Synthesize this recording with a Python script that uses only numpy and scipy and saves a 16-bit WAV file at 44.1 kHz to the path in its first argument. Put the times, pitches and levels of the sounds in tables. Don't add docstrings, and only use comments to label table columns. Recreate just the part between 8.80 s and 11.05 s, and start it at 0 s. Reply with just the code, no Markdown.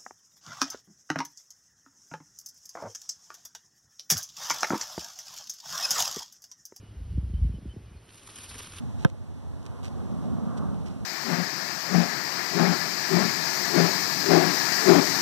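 import sys
import numpy as np
from scipy import signal
from scipy.fft import rfft, irfft
from scipy.io import wavfile
from scipy.ndimage import uniform_filter1d

SR = 44100
rng = np.random.default_rng(int(sys.argv[2]) if len(sys.argv) > 2 else 0)


def transcribe(signal):
    frames = np.atleast_2d(signal).T
    limited = np.clip(frames, -1, 1)
    pcm = np.round(limited * 32767).astype(np.int16)
    wavfile.write(sys.argv[1], SR, pcm)


N = 99225
T = np.arange(N) / SR


def from_db(db):
    return 10 ** (np.asarray(db) / 20)


def rms_one(x):
    return x / np.sqrt(np.mean(x ** 2) + 1e-20)


def butter(x, hz, kind):
    sos = signal.butter(2, hz, kind, fs=SR, output="sos")
    return signal.sosfilt(sos, x)


def colour(x, points):
    point_hz, point_db = np.transpose(points)
    grid_hz = np.maximum(np.fft.rfftfreq(N, 1 / SR), 1)
    gain = from_db(np.interp(np.log(grid_hz), np.log(point_hz), point_db))
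    return irfft(rfft(x) * gain, N) * np.sqrt(SR / 2)


def port_noise(left_db):
    return rng.standard_normal((2, N)) * from_db([[left_db], [0]])


def waver(per_s):
    noise = rng.standard_normal(N + SR)
    settled = butter(noise, per_s, "low")[SR:]
    return rms_one(settled)


def dying(age, t60):
    return (age >= 0) * np.exp(-np.log(1000) * np.clip(age / t60, 0, 10))


# pitch_hz, level_db, t60_s
BALL_RINGS = [(310, -24, .03), (470, -26, .066), (526, -19.5, .095), (950, -25, .028), (1060, -24, .034),
              (1328, -18.5, .044), (1570, -13, .025), (1700, -13.5, .015), (2100, -24, .018),
              (2550, -16, .008), (3130, -23, .014), (3580, -24.5, .019), (5200, -14.5, 0.002),
              (6060, -28.5, .0127), (8283, -33.5, .009)]
CLICK_DB, CLICK_T60_S = -23, 0.00026


def slap(age):
    ring = sum(from_db(level_db) * dying(age, t60_s) * np.sin(2 * np.pi * pitch_hz * age)
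               for pitch_hz, level_db, t60_s in BALL_RINGS)
    return ring + from_db(CLICK_DB) * dying(age, CLICK_T60_S)


BOUNCE_S = 0.2482
SECOND_SLAP_S, SECOND_SLAP_DB = 0.00187, -7
CHOKE_AFTER_S, CHOKE_S = 0.0048, 0.0023
LIFT_S, LIFT_DB, LIFT_TOP_HZ = 0.0094, -5, 790
CRACK_DB, CRACK_T60_S, CRACK_LOW_HZ, CRACK_HIGH_HZ = -23.5, 0.0064, 6560, 14500
THUMP_DELAY_S, THUMP_DB, THUMP_START_HZ, THUMP_SAG_S = 0.0028, -1, 217.4, 0.014
THUMP_ATTACK_S, THUMP_HOLD_S, THUMP_RELEASE_S = 0.00072, 0.0069, 0.0067
THUMP_TOP_HZ = 2500


def ball_landing(age):
    choke = np.interp(age, [CHOKE_AFTER_S, CHOKE_AFTER_S + CHOKE_S], [1, 0])
    second_slap = from_db(SECOND_SLAP_DB) * slap(age - SECOND_SLAP_S)
    return choke * (slap(age) + second_slap)


def ball_lift(age):
    return from_db(LIFT_DB) * butter(slap(age - LIFT_S), LIFT_TOP_HZ, "low")


def ball_crack(age):
    bright_noise = rms_one(butter(rng.standard_normal(N), [CRACK_LOW_HZ, CRACK_HIGH_HZ], "band"))
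    return from_db(CRACK_DB) * dying(age, CRACK_T60_S) * bright_noise


def ball_thump(age):
    squash_age = np.maximum(age - THUMP_DELAY_S, 0)
    cycles = THUMP_START_HZ * THUMP_SAG_S * (1 - np.exp(-squash_age / THUMP_SAG_S))
    corners_s = np.cumsum([0, THUMP_ATTACK_S, THUMP_HOLD_S, THUMP_RELEASE_S])
    envelope = np.interp(squash_age, corners_s, [0, 1, 1, 0])
    return butter(from_db(THUMP_DB) * envelope * np.sin(2 * np.pi * cycles), THUMP_TOP_HZ, "low")


def ball():
    age = T - BOUNCE_S
    bounce = ball_thump(age) + ball_crack(age) - ball_landing(age) - ball_lift(age)
    return bounce * np.array([[0], [1]])


# low_hz, high_hz, level_db, t60_s
COURT_SCATTER = [(70, 364, -27, 0.11), (397, 730, -35.5, 0.09), (790, 1650, -36.5, 0.07),
                 (2030, 4000, -45, 0.1)]
SCATTER_LEFT_DB = -15


def court():
    age = T - BOUNCE_S - THUMP_DELAY_S
    tail = 0
    for low_hz, high_hz, level_db, t60_s in COURT_SCATTER:
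        band = rms_one(butter(port_noise(SCATTER_LEFT_DB), [low_hz, high_hz], "band"))
        tail = tail + from_db(level_db) * dying(age, t60_s) * band
    return tail


# start_s, length_s, level_db
SHOE_SCUFFS = [(0.176, 0.14, -57), (0.297, 0.007, -52), (0.862, 0.01, -47), (1.028, 0.066, -48.5),
               (1.403, 0.094, -63), (1.769, 0.024, -50), (2.056, 0.04, -53), (2.098, 0.032, -60)]
# frequency_hz, level_db
GRIT_COLOUR = [(100, -29), (300, -18), (1200, -1.5), (2200, 0.5), (3300, -0.5), (4500, -1), (6200, -2.5),
               (9000, -11.5), (12000, -14), (14500, -35)]
SCUFF_RISE = 0.24
GRAINS_PER_S, GRAIN_SPREAD_DB, SOLE_RUB = 2000, 1.8, 0.57
SCUFF_LEFT_DB = -23


def shoes():
    pressure = 0
    for start_s, length_s, level_db in SHOE_SCUFFS:
        corners_s = [start_s, start_s + SCUFF_RISE * length_s, start_s + length_s]
        pressure = pressure + from_db(level_db) * np.sqrt(np.interp(T, corners_s, [0, 1, 0]))
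    grain_hits = rng.random(N) < GRAINS_PER_S / SR
    grain_db = GRAIN_SPREAD_DB * np.minimum(rng.exponential(1, N), 4)
    texture = rms_one(grain_hits * from_db(grain_db)) + SOLE_RUB
    return pressure * rms_one(colour(port_noise(SCUFF_LEFT_DB) * texture, GRIT_COLOUR))


# start_s, level_db
STONE_SNAPS = [(.269, -42), (.292, -36), (.8293, -38), (.8548, -36), (1.048, -37), (1.7785, -35.5),
               (1.945, -39)]
SNAP_T60_S, SNAP_LOW_HZ, SNAP_HIGH_HZ = 0.0044, 2600, 7500


def pebbles():
    snaps = sum(from_db(level_db) * dying(T - start_s, SNAP_T60_S) for start_s, level_db in STONE_SNAPS)
    return butter(snaps * port_noise(SCUFF_LEFT_DB), [SNAP_LOW_HZ, SNAP_HIGH_HZ], "band")


# time_s, drone_db, roar_db, tyres_db
VEHICLE_PASS = [(0, -7.5, -15.5, -11), (.45, -25, -10.5, -12), (.78, -27.5, -10.5, -9.5),
                (.95, -18, -5.5, -3.5), (1.15, -16, -2, -7), (1.35, -5, -3.5, -5), (1.52, 0.5, -1, -4),
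                (1.61, -1.5, -1, -2.5), (1.68, -1.5, 0, 1), (1.83, -4, 0.5, 3), (1.98, -3, -3.5, -7),
                (2.1, -7.5, -7, -7), (2.25, -8.5, -8.5, -9.5)]
# frequency_hz, density_db_per_hz
DRONE_COLOUR = [(20, -75), (50, -63), (120, -58), (165, -50.5), (210, -48.5), (255, -52), (310, -69),
                (450, -95), (1500, -150)]
# frequency_hz, density_db_per_hz
ROAR_COLOUR = [(40, -100), (150, -58.5), (330, -66.5), (520, -69.5), (740, -73), (950, -78), (1400, -117),
               (2200, -110), (4000, -150)]
# frequency_hz, density_db_per_hz
TYRE_COLOUR = [(200, -115), (600, -91), (900, -78.5), (1100, -72), (1330, -78), (1550, -83.5), (1850, -101),
               (2600, -115), (4000, -150)]
TRAFFIC_LEFT_DB, WAVER_PER_S = -13.5, 10
PASS_WAVER_DB = 0.4


def vehicle():
    time_s, *layer_levels = np.transpose(VEHICLE_PASS)
    out = 0
    for spectrum, layer_db in zip((DRONE_COLOUR, ROAR_COLOUR, TYRE_COLOUR), layer_levels):
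        level_db = np.interp(T, time_s, layer_db) + PASS_WAVER_DB * waver(WAVER_PER_S)
        out = out + colour(port_noise(TRAFFIC_LEFT_DB), spectrum) * from_db(level_db)
    return out


# frequency_hz, density_db_per_hz
RUMBLE_COLOUR = [(20, -86), (45, -61.5), (68, -52.5), (105, -53), (170, -60.5), (240, -64), (310, -72),
                 (500, -80), (850, -79.5), (1300, -98), (2200, -101), (5000, -140)]
RUMBLE_WAVER_DB = 1


def far_traffic():
    rumble = colour(port_noise(TRAFFIC_LEFT_DB), RUMBLE_COLOUR)
    return rumble * from_db(RUMBLE_WAVER_DB * waver(WAVER_PER_S))


# frequency_hz, density_db_per_hz
AIR_COLOUR = [(300, -100), (1700, -94.5), (2600, -98), (6000, -101), (8000, -104.5), (11200, -106.5),
              (12100, -113), (13400, -112), (14300, -135)]
AIR_LEFT_DB = -0.5


def air():
    return colour(port_noise(AIR_LEFT_DB), AIR_COLOUR)


def scene():
    return ball() + court() + shoes() + pebbles() + vehicle() + far_traffic() + air()


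LIMIT_DB, RECOVERY_DB_PER_S, LOOKAHEAD_S = -4, 5.5, 0.008


def limiter(x):
    peak_db = 20 * np.log10(np.abs(x).max(axis=0) + 1e-9)
    over_db = np.maximum(peak_db - LIMIT_DB, 0)
    recovered_db = RECOVERY_DB_PER_S * T
    cut_db = np.maximum.accumulate(over_db + recovered_db) - recovered_db
    early_cut_db = np.interp(T + LOOKAHEAD_S, T, cut_db)
    return x * from_db(-uniform_filter1d(early_cut_db, size=128))


CROSSFEED, CROSSFEED_S = 0.77, 0.000425
LEFT_DB, LEFT_TREBLE_DB, LEFT_SHELF_HZ = 0.39, -5.5, 3780


def widen(x):
    delay_phase = np.exp(-2j * np.pi * np.fft.rfftfreq(N, 1 / SR) * CROSSFEED_S)
    other_port = irfft(rfft(x[::-1]) * delay_phase, N)
    left, right = x - CROSSFEED * other_port
    treble = signal.lfilter(*signal.butter(1, LEFT_SHELF_HZ, "high", fs=SR), left)
    duller_left = left + (from_db(LEFT_TREBLE_DB) - 1) * treble
    return np.array([from_db(LEFT_DB) * duller_left, right])


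CUTOFF_HZ = 15200


def record(dry):
    wide = widen(limiter(dry))
    top_cut = signal.ellip(10, 0.1, 80, CUTOFF_HZ, fs=SR, output="sos")
    return signal.sosfilt(top_cut, wide)


dry = scene()
out = record(dry)
transcribe(out)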